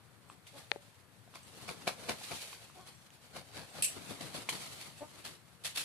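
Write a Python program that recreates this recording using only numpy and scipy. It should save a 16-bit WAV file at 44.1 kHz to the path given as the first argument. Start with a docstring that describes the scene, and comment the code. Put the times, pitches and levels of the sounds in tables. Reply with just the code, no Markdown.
"""A rooster struts on brick in a village lane; dust and plumage rustle throughout, over a low distant hum.
First claws tick, metal jingles, a low cluck sounds, and a hard snap and a soft knock fall close by.
The rooster beats its wings and clucks again; a second bird flaps more softly, and the metal jingles hardest.
Then feet run off over the grit, crushing a stalk; a last, louder cluck precedes the crunch of dry leaves.
Strokes are shaped noise, contacts are struck resonators, clucks are harmonics under throat resonances."""
import sys
import numpy as np
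from scipy import signal
from scipy.fft import rfft, irfft, next_fast_len
from scipy.io import wavfile

SR = 44100
rng = np.random.default_rng(int(sys.argv[2]) if len(sys.argv) > 2 else 0)


def master_out(mix):
    """Clip the mix to full scale and print it as 16-bit PCM to the path in sys.argv[1]."""
    frames = np.transpose(np.atleast_2d(mix))
    ceiling = np.clip(frames, -1, 1)
    pcm = np.round(ceiling * 32767).astype(np.int16)
    wavfile.write(sys.argv[1], SR, pcm)


N = 257720
TIME = np.arange(N) / SR

# wing beats: start of decay_s, swell_s, relative levels of air puff_db, slap_db and feather clap_db
WINGBEATS = [(1.356, .011, -77, -51, -50), (1.691, 0.014, -44, -43.5, -33),
             (1.877, 0.0054, -46, -35, -21.5), (2.04, 0.021, -53, -53.5, -46),
             (2.094, 0.0073, -40, -35, -25.5), (2.317, .008, -42.5, -43.5, -35),
             (3.366, .018, -46, -46.5, -39), (3.577, 0.033, -45.5, -46.5, -48),
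             (3.787, 0.038, -50, -48.5, -46)]
# spectrum of the low thud in every kind of stroke: frequency_hz, relative density_db (per Hz)
THUD = [(40, -28.5), (90, -4), (160, -2), (300, -3.5), (500, -3.5), (1000, -48)]
# spectrum of a foot or plumage scraping: frequency_hz, relative density_db (per Hz)
SCRAPE = [(150, -27), (350, -1), (600, 0.5), (900, -4.5), (1400, -4), (2000, -11), (3200, -28.5)]


def from_db(db):
    """Amplitude ratio: 20 dB for each factor of ten."""
    return 10 ** (np.asarray(db) / 20)


def on_grid(points, size):
    """Interpolation over log frequency, read at the bins of an FFT."""
    hz, value = np.transpose(points)
    bin_hz = np.arange(size // 2 + 1) * SR / size
    return np.interp(np.log(bin_hz + 1), np.log(hz), value)


def colour(x, spectrum, keep_power=True):
    """Minimum-phase filtering: the folded cepstrum of a gain curve gives its causal response."""
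    size = next_fast_len(N + 8192) * 2
    if keep_power:
        # fall by 30 dB in the octave beyond either end
        (low_hz, low_db), (high_hz, high_db) = spectrum[0], spectrum[-1]
        spectrum = [(low_hz / 2, low_db - 30), *spectrum, (high_hz * 2, high_db - 30)]
    gain = from_db(on_grid(spectrum, size))
    if keep_power:
        gain = gain / np.sqrt(np.mean(gain ** 2))   # white noise keeps its power
    cepstrum = irfft(np.log(gain))
    cepstrum[1:size // 2] *= 2
    cepstrum[size // 2 + 1:] = 0
    return irfft(rfft(x, size) * np.exp(rfft(cepstrum)))[..., :N]


def friction(grain_share=0., per_s=1000.):
    """Friction as smooth noise plus random micro-impacts, with interchannel coherence set by frequency."""
    # frequency_hz, left-right correlation (0 to 1)
    likeness = [(100, 0.93), (250, 0.91), (700, 0.95), (1500, 0.22), (3000, 0), (14000, 0)]
    clicks = (rng.random((2, N)) < per_s / SR) * rng.standard_normal((2, N))
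    smooth = np.sqrt(1 - grain_share) * rng.standard_normal((2, N))
    grains = np.sqrt(grain_share) * clicks / clicks.std()
    mid, side = rfft(smooth + grains)
    alike = on_grid(likeness, N)
    stereo = np.sqrt(1 + alike) * mid + np.sqrt(1 - alike) * side * [[1], [-1]]
    return irfft(stereo, N) / np.sqrt(2)


def flutter(per_s, depth_db):
    """Random amplitude modulation: a gain interpolated between normal draws in decibels."""
    knots = np.arange(0, N / SR + 1, 1 / per_s)
    return from_db(depth_db * np.interp(TIME, knots, rng.standard_normal(len(knots))))


def swell(s, rise, decay):
    """Exponential growth up to the moment s, then exponential decay (time constants in s)."""
    exponent = np.maximum((s - TIME) / rise, (TIME - s) / decay)
    return np.exp(-np.minimum(exponent, 20))


def impulse(s):
    """Unit impulse, the idealised contact force."""
    return 1. * (np.arange(N) == round(s * SR))


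def ring(clicks, hz, t60):
    """Damped resonator: a unit impulse starts a decaying sine that falls 60 dB in t60 seconds."""
    radius = from_db(-60 / (t60 * SR))
    angle = 2 * np.pi * hz / SR
    feedback = [1, -2 * radius * np.cos(angle), radius ** 2]
    return signal.lfilter([0, np.sin(angle)], feedback, clicks + 1e-18)


def between(low_db, high_db, share):
    """Linear interpolation in decibels from the high band's level towards the low band's."""
    return high_db + share * (low_db - high_db)


def high_pass(x, hz, order):
    """Butterworth high-pass: the deep low end below the given frequency is taken away."""
    return signal.sosfilt(signal.butter(order, hz, "high", fs=SR, output="sos"), x)


def strokes(table, spectra, grain_share, per_s, flutter_db):
    """Power addition of overlapping strokes, each driving low, middle and high bands of grainy friction."""
    shapes = np.array([swell(*row[:3]) for row in table])
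    gains = from_db(np.array(table)[:, 3:].T)
    envelopes = np.sqrt(gains ** 2 @ shapes ** 2) * flutter(300, flutter_db)
    return sum(colour(envelope * friction(grain_share, per_s), spectrum)
               for envelope, spectrum in zip(envelopes, spectra))


def wing_strokes():
    """Aerodynamic and frictional noise: each beat pushes a puff of air, slaps and hisses through feathers."""
    # frequency_hz, relative density_db (per Hz)
    slap_spectrum = [(150, -32.5), (350, -5), (550, 0.5), (720, -3), (1050, -5.5), (1500, -5), (2100, -16),
                     (3200, -27)]
    # frequency_hz, relative density_db (per Hz)
    hiss_spectrum = [(1200, -20), (2200, 1.5), (3200, -3.5), (4400, -0.5), (7000, -4), (10000, -2.5),
                     (14000, -15.5)]
    hiss_offset_db = -.5   # feather hiss against slap
    rows = []
    for s, rise, puff_db, slap_db, _ in WINGBEATS:
        decay = .015 + 0.84 * rise   # a slower beat also dies away more slowly
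        rows.append((s, rise, decay, puff_db, slap_db, slap_db + hiss_offset_db))
    return strokes(rows, (THUD, slap_spectrum, hiss_spectrum), grain_share=0.5, per_s=1500, flutter_db=1.7)


def wing_claps():
    """Impact excitation of modes: the stiff feathers of both wings clap at the height of a beat."""
    # frequency_hz, relative level_db, t60_s
    feather_modes = [(690, 0, .026), (1050, -6, .016), (1480, -10, .014), (2330, -4, 0.015)]
    lead_s, lead_db = .0055, -8.5   # one wing claps earlier and more softly
    force = np.zeros(N)
    for s, *_, clap_db in WINGBEATS:
        pair = impulse(s) + from_db(lead_db) * impulse(s - lead_s)
        force += from_db(clap_db) * pair
    return sum(from_db(db) * ring(force, hz, t60) for hz, db, t60 in feather_modes)


def scuffs():
    """Sliding friction: a foot thuds down, scrapes and drags grit over the brick."""
    # start of decay_s, swell_s, relative thud_db, relative grit_db
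    steps = [(.315, .008, -60, -62), (0.47, .002, -85, -53.5), (.585, 0.032, -59.5, -53),
             (2.239, 0.0065, -68, -46), (2.874, 0.0098, -61, -54), (3.969, .014, -46, -51.5),
             (4.107, 0.019, -45, -46.5), (4.209, .003, -47, -43.5), (4.255, .025, -52, -53),
             (4.353, .018, -48.5, -42), (4.529, 0.008, -46, -43), (4.637, .004, -60, -51),
             (4.815, 0.028, -66, -46.5), (5.19, .018, -60, -55), (5.253, 0.0072, -53.5, -43.5)]
    # frequency_hz, relative density_db (per Hz)
    grit_spectrum = [(1100, -14), (2100, -1.5), (3200, -3), (4400, -3), (7000, -4), (10000, -1.5),
                     (14000, -15.5)]
    decay_s, thud_share, scrape_offset_db = 0.039, 0.4, -1.8
    rows = []
    for s, rise, thud_db, grit_db in steps:
        scrape_db = between(thud_db, grit_db, thud_share) + scrape_offset_db
        rows.append((s, rise, decay_s, thud_db, scrape_db, grit_db))
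    return strokes(rows, (THUD, SCRAPE, grit_spectrum), grain_share=0.24, per_s=2200, flutter_db=1.3)


def ticks():
    """Damped resonance: claws, landing feet and a cracking stalk ring at a pitch and one overtone."""
    # start_s, relative level_db, pitch_hz, overtone_db (against the pitch)
    contacts = [(0.2997, -37, 1140, -12.5), (.468, -45, 2920, -12), (1.277, -48, 695, -12),
                (1.340, -43, 1230, -9), (2.215, -40.5, 810, -12), (2.243, -39, 3770, -8),
                (2.53, -40, 1110, -3), (2.699, -45.5, 1200, -12), (2.786, -44, 6550, -14),
                (2.812, -44, 6000, -12), (3.105, -48, 3000, 0), (3.752, -40, 646, -13),
                (3.967, -36, 400, -14), (4.112, -33.5, 255, -6), (4.209, -38, 300, -1),
                (4.25, -34.5, 139, -14), (4.347, -40, 269, 2.5), (4.382, -37, 273, -9),
                (4.4895, -27, 1035, 3)]
    decay_cycles = 12.8   # cycles of the pitch in which both partials fall 60 dB
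    overtone_ratio = 2.23
    out = np.zeros(N)
    for s, db, hz, overtone_db in contacts:
        click, t60 = impulse(s), decay_cycles / hz
        out += from_db(db) * ring(click, hz, t60)
        out += from_db(db + overtone_db) * ring(click, overtone_ratio * hz, t60)
    return out


def shuffle(low_db, middle_db, hiss_db):
    """Continuous friction of plumage and dust, swelling with the wing flapping and again with the run."""
    # time_s, relative low rustle_db, relative hiss_db
    motion = [(0, -68.5, -70.5), (.4, -68, -71), (.75, -70.5, -63.5), (1.1, -73.5, -72), (1.35, -70.5, -66),
              (1.68, -54, -55.5), (1.99, -54.5, -57.5), (2.39, -64.5, -46.5), (2.72, -66.5, -61.5),
              (3.0, -72, -66), (3.5, -67, -65), (3.88, -63.5, -55), (4.25, -53.5, -57),
              (4.45, -54.5, -54.5), (4.62, -58, -49), (4.95, -63, -59), (5.56, -71, -69), (5.84, -63, -73)]
    # frequency_hz, relative density_db (per Hz)
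    hiss_spectrum = [(1000, -19.5), (2200, -1), (4000, -3), (7000, -1.5), (10000, -0.5), (14000, -13.5)]
    s, *levels = np.transpose(motion)
    low, hiss = (np.interp(TIME, s, level) for level in levels)
    middle = between(low, hiss, 0.45)
    bands = (low + low_db, middle + middle_db, hiss + hiss_db)
    unrest = flutter(45, 2.38)   # shared by all bands
    return sum(colour(unrest * from_db(level) * friction(0.33, 2500), spectrum)
               for level, spectrum in zip(bands, (THUD, SCRAPE, hiss_spectrum)))


def snaps():
    """Contact hardness sets bandwidth: a hard snap, then a soft knock, excite the same modes."""
    # start_s, relative level_db, contact cut-off_hz
    contacts = [(0.7166, -5, 7000), (0.7602, -7, 620)]
    # frequency_hz, relative left level_db, t60_s, right_db (against left)
    body_modes = [(460, -27.5, 0.023, -3), (850, -24.5, 0.017, -0.5), (1900, -18.5, 0.0081, -13),
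                  (2310, -9.5, 0.0045, -30), (3600, -8, 0.0017, -22), (5600, -27, 0.0028, -16),
                  (574, -47.5, 0.33, 7.5)]
    force = np.zeros(N)
    for s, db, cutoff_hz in contacts:
        softness = signal.butter(3, cutoff_hz, fs=SR, output="sos")
        force += from_db(db) * signal.sosfilt(softness, impulse(s) + 1e-18)
    rings = sum(from_db([[db], [db + right_db]]) * ring(force, hz, t60)
                for hz, db, t60, right_db in body_modes)
    return high_pass(rings, 380, order=3)


def jingle(ring_db, spread_db, clash_db, t60, clash_s):
    """Modal excitation: each touch rings the metal with new mode strengths; hard touches also clash."""
    # start_s, relative level_db
    touches = [(0.289, -30), (1.43, -25.5), (2.92, -37), (2.946, -28.5), (3.70, -28), (3.8232, 0),
               (3.825, -12), (3.834, -4.5), (3.841, -6), (3.8445, -1.5), (3.846, -3), (3.864, -15),
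               (4.98, -23)]
    # frequency_hz, relative level_db
    metal_modes = [(2530, -13), (2628, -1), (2907, -6), (4334, -9), (4737, -17), (5846, 0), (6374, -1),
                   (7547, 3), (7684, -8), (7870, 3), (7909, -11), (8260, -8), (8352, 9), (8620, 5),
                   (9240, -2), (9700, -8), (10110, -12), (10665, -18), (10716, -6), (10847, -18),
                   (11830, -10), (13598, -10)]
    # frequency_hz, relative density_db (per Hz)
    clash_spectrum = [(1500, -24), (2100, -14), (2650, -3.5), (3400, -13), (5800, -7.5), (7000, -8.5),
                      (7900, 5), (10500, 0.5), (12500, -9.5), (14000, -19)]
    at = [round(s * SR) for s, db in touches]
    force = from_db([db for s, db in touches])
    shape = (2, len(at))
    out = np.zeros((2, N))
    for hz, db in metal_modes:
        strength = from_db(db + ring_db + spread_db * rng.standard_normal(shape))
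        clicks = np.zeros((2, N))
        clicks[:, at] = force * strength * rng.choice([-1, 1], shape)
        out += ring(clicks, hz, t60)
    # the clash grows faster than the force of the touch
    clash_power = sum((from_db(1.41 * db + clash_db) * swell(s, 0.00015, clash_s)) ** 2
                      for s, db in touches)
    return out + colour(np.sqrt(clash_power) * friction(0.31, 2500), clash_spectrum)


def clucks(opening_s, jitter_db, rasp_db, count=9):
    """Source and filter: harmonics of the syrinx under throat resonances that rise as the beak opens."""
    # loudest moment_s, swell_s, decay_s, mean pitch_hz, relative level_db, resonance rise_octaves
    calls = [(.556, 0.022, 0.033, 282.8, -53, 0.39), (2.778, .024, 0.05, 370.3, -52, 0.7),
             (5.025, .015, 0.016, 295, -40, 0.56)]
    # frequency_hz, relative level_db
    throat = [(280, -4.5), (590, 2), (880, -7.5), (1200, -22), (1700, -25), (2350, -29), (3000, -40)]
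    t, out = TIME[:SR // 5], np.zeros(N + SR)
    rasp = colour(rng.standard_normal(N), throat)
    rough_pitch, rough_level = flutter(350, jitter_db), flutter(300, 0.62)
    for s, rise, decay, pitch, db, octaves in calls:
        start = round((s - 1.3 * rise) * SR)
        span = slice(start, start + len(t))
        hz = pitch * rough_pitch[span]
        phase = 2 * np.pi * np.cumsum(hz) / SR
        opening = np.clip((TIME[span] - s) / opening_s, 0, 1)
        # reading the throat curve lower down moves its resonances up
        place = hz / 2 ** (octaves * opening)
        voice = sum(from_db(np.interp(k * place, *np.transpose(throat))) * np.cos(k * phase)
                    for k in range(1, count + 1))
        voice = voice + from_db(rasp_db) * rasp[span] * (1 + np.cos(phase))   # air in each open phase
        envelope = (rough_level * swell(s, rise, decay))[span] * np.minimum(t / 0.0037, 1)
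        out[span] += voice * from_db(db) * envelope
    return out[:N]


def leaves():
    """Brittle fracture: dry leaves and stalks crackle, with a weaker crunch and thud beneath."""
    # start of decay_s, swell_s, decay_s, relative crackle_db
    crushes = [(4.492, .0007, 0.013, -31), (5.638, .0009, .01, -48.5), (5.649, 0.0034, 0.034, -34.5),
               (5.761, 0.0059, 0.01, -37.5), (5.773, 0.002, 0.03, -33), (5.808, .016, 0.024, -38)]
    # frequency_hz, relative density_db (per Hz)
    crunch_spectrum = [(200, -23), (500, 4.5), (1000, -2), (1800, 2), (3000, -25)]
    # frequency_hz, relative density_db (per Hz)
    crackle_spectrum = [(1200, -12), (2300, -1), (3200, -0.5), (4400, -2.5), (7000, -1.5), (10000, 0.5),
                        (14000, -13.5)]
    thud_offset_db, crunch_offset_db = -24.5, -11.5   # against the crackle
    rows = [(s, rise, decay, db + thud_offset_db, db + crunch_offset_db, db)
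            for s, rise, decay, db in crushes]
    return strokes(rows, (THUD, crunch_spectrum, crackle_spectrum),
                   grain_share=0.42, per_s=3000, flutter_db=1.5)


def village_hum():
    """Stationary coloured noise: the distant hum of the village."""
    # frequency_hz, relative density_db (per Hz)
    hum_spectrum = [(18, -64), (30, -34), (106, 3), (274, -12.5), (336, -13.5), (413, -15), (458, -15.5),
                    (827, -17.5), (1490, -19), (1790, -19.5), (2040, -23.5), (4750, -37), (5270, -41),
                    (8370, -27.5), (14000, -32.5)]
    return from_db(-61) * colour(friction(), hum_spectrum)


def paving(x, lag_s, wander_db, echo_db):
    """Comb filtering: the bricks mirror each rustle with a short delay that wanders at random."""
    echo_gain = from_db(echo_db)
    ears = []
    for ear in x:
        delayed = np.interp(TIME - lag_s * flutter(7, wander_db), TIME, ear)
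        ears.append(ear + echo_gain * delayed)
    return np.array(ears) / np.hypot(1, echo_gain)


def walls(x, wet_db, t60):
    """Diffuse reverberation: brick walls scatter a decaying noise tail, different in each ear."""
    t = TIME[:SR // 2]
    decay = from_db(-60 * t / t60)
    build_up = 1 - np.exp(-t / 0.0073)
    tail = rng.standard_normal((2, len(t))) * decay * build_up
    tail /= np.sqrt(np.sum(tail ** 2, axis=1, keepdims=True))   # unit energy
    return x + from_db(wet_db) * signal.fftconvolve(x, tail, axes=1)[:, :N]


def scene():
    """Superposition of birds, leaves, metal and snaps between the walls, over the hum."""
    rustle = wing_strokes() + scuffs() + leaves() + shuffle(low_db=-1, middle_db=-1.5, hiss_db=1.08)
    rustle = paving(rustle, lag_s=0.001096, wander_db=3., echo_db=-8.0)
    contacts = high_pass(wing_claps() + ticks(), 143, order=2)
    voices = clucks(opening_s=0.023, jitter_db=.4, rasp_db=-11)
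    birds = (contacts + voices) * from_db([[-.5], [0]])   # left, right
    metal = jingle(ring_db=-45.5, spread_db=5.0, clash_db=-23.0, t60=0.18, clash_s=0.01)
    return (walls(rustle, wet_db=-12.0, t60=0.19)
            + walls(birds, wet_db=-13.0, t60=0.22)
            + walls(metal, wet_db=-6.0, t60=0.19)
            + walls(snaps(), wet_db=-28.0, t60=0.46)
            + village_hum())


def record(dry):
    """Transducer response: each microphone colours its side, the right thin in the bass; the top is cut."""
    # frequency_hz, gain_db
    left_mic = [(50, -1), (200, 3.5), (450, 0), (1500, 1), (4550, 5), (4900, -4.5), (7000, -4), (8000, -2),
                (11000, 2), (14000, 0.5)]
    # frequency_hz, gain_db
    right_mic = [(50, -7), (170, -16), (450, -3), (1500, -.5), (4550, 4.5), (4900, 2.5), (7000, -1),
                 (8000, -0.5), (11000, -8), (14000, -2)]
    heard = np.array([colour(x, mic, keep_power=False) for x, mic in zip(dry, (left_mic, right_mic))])
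    top_cut = signal.ellip(10, .3, 70, 14500, fs=SR, output="sos")   # low-pass, edge in Hz
    return signal.sosfilt(top_cut, heard)


dry = scene()
out = record(dry)
master_out(out)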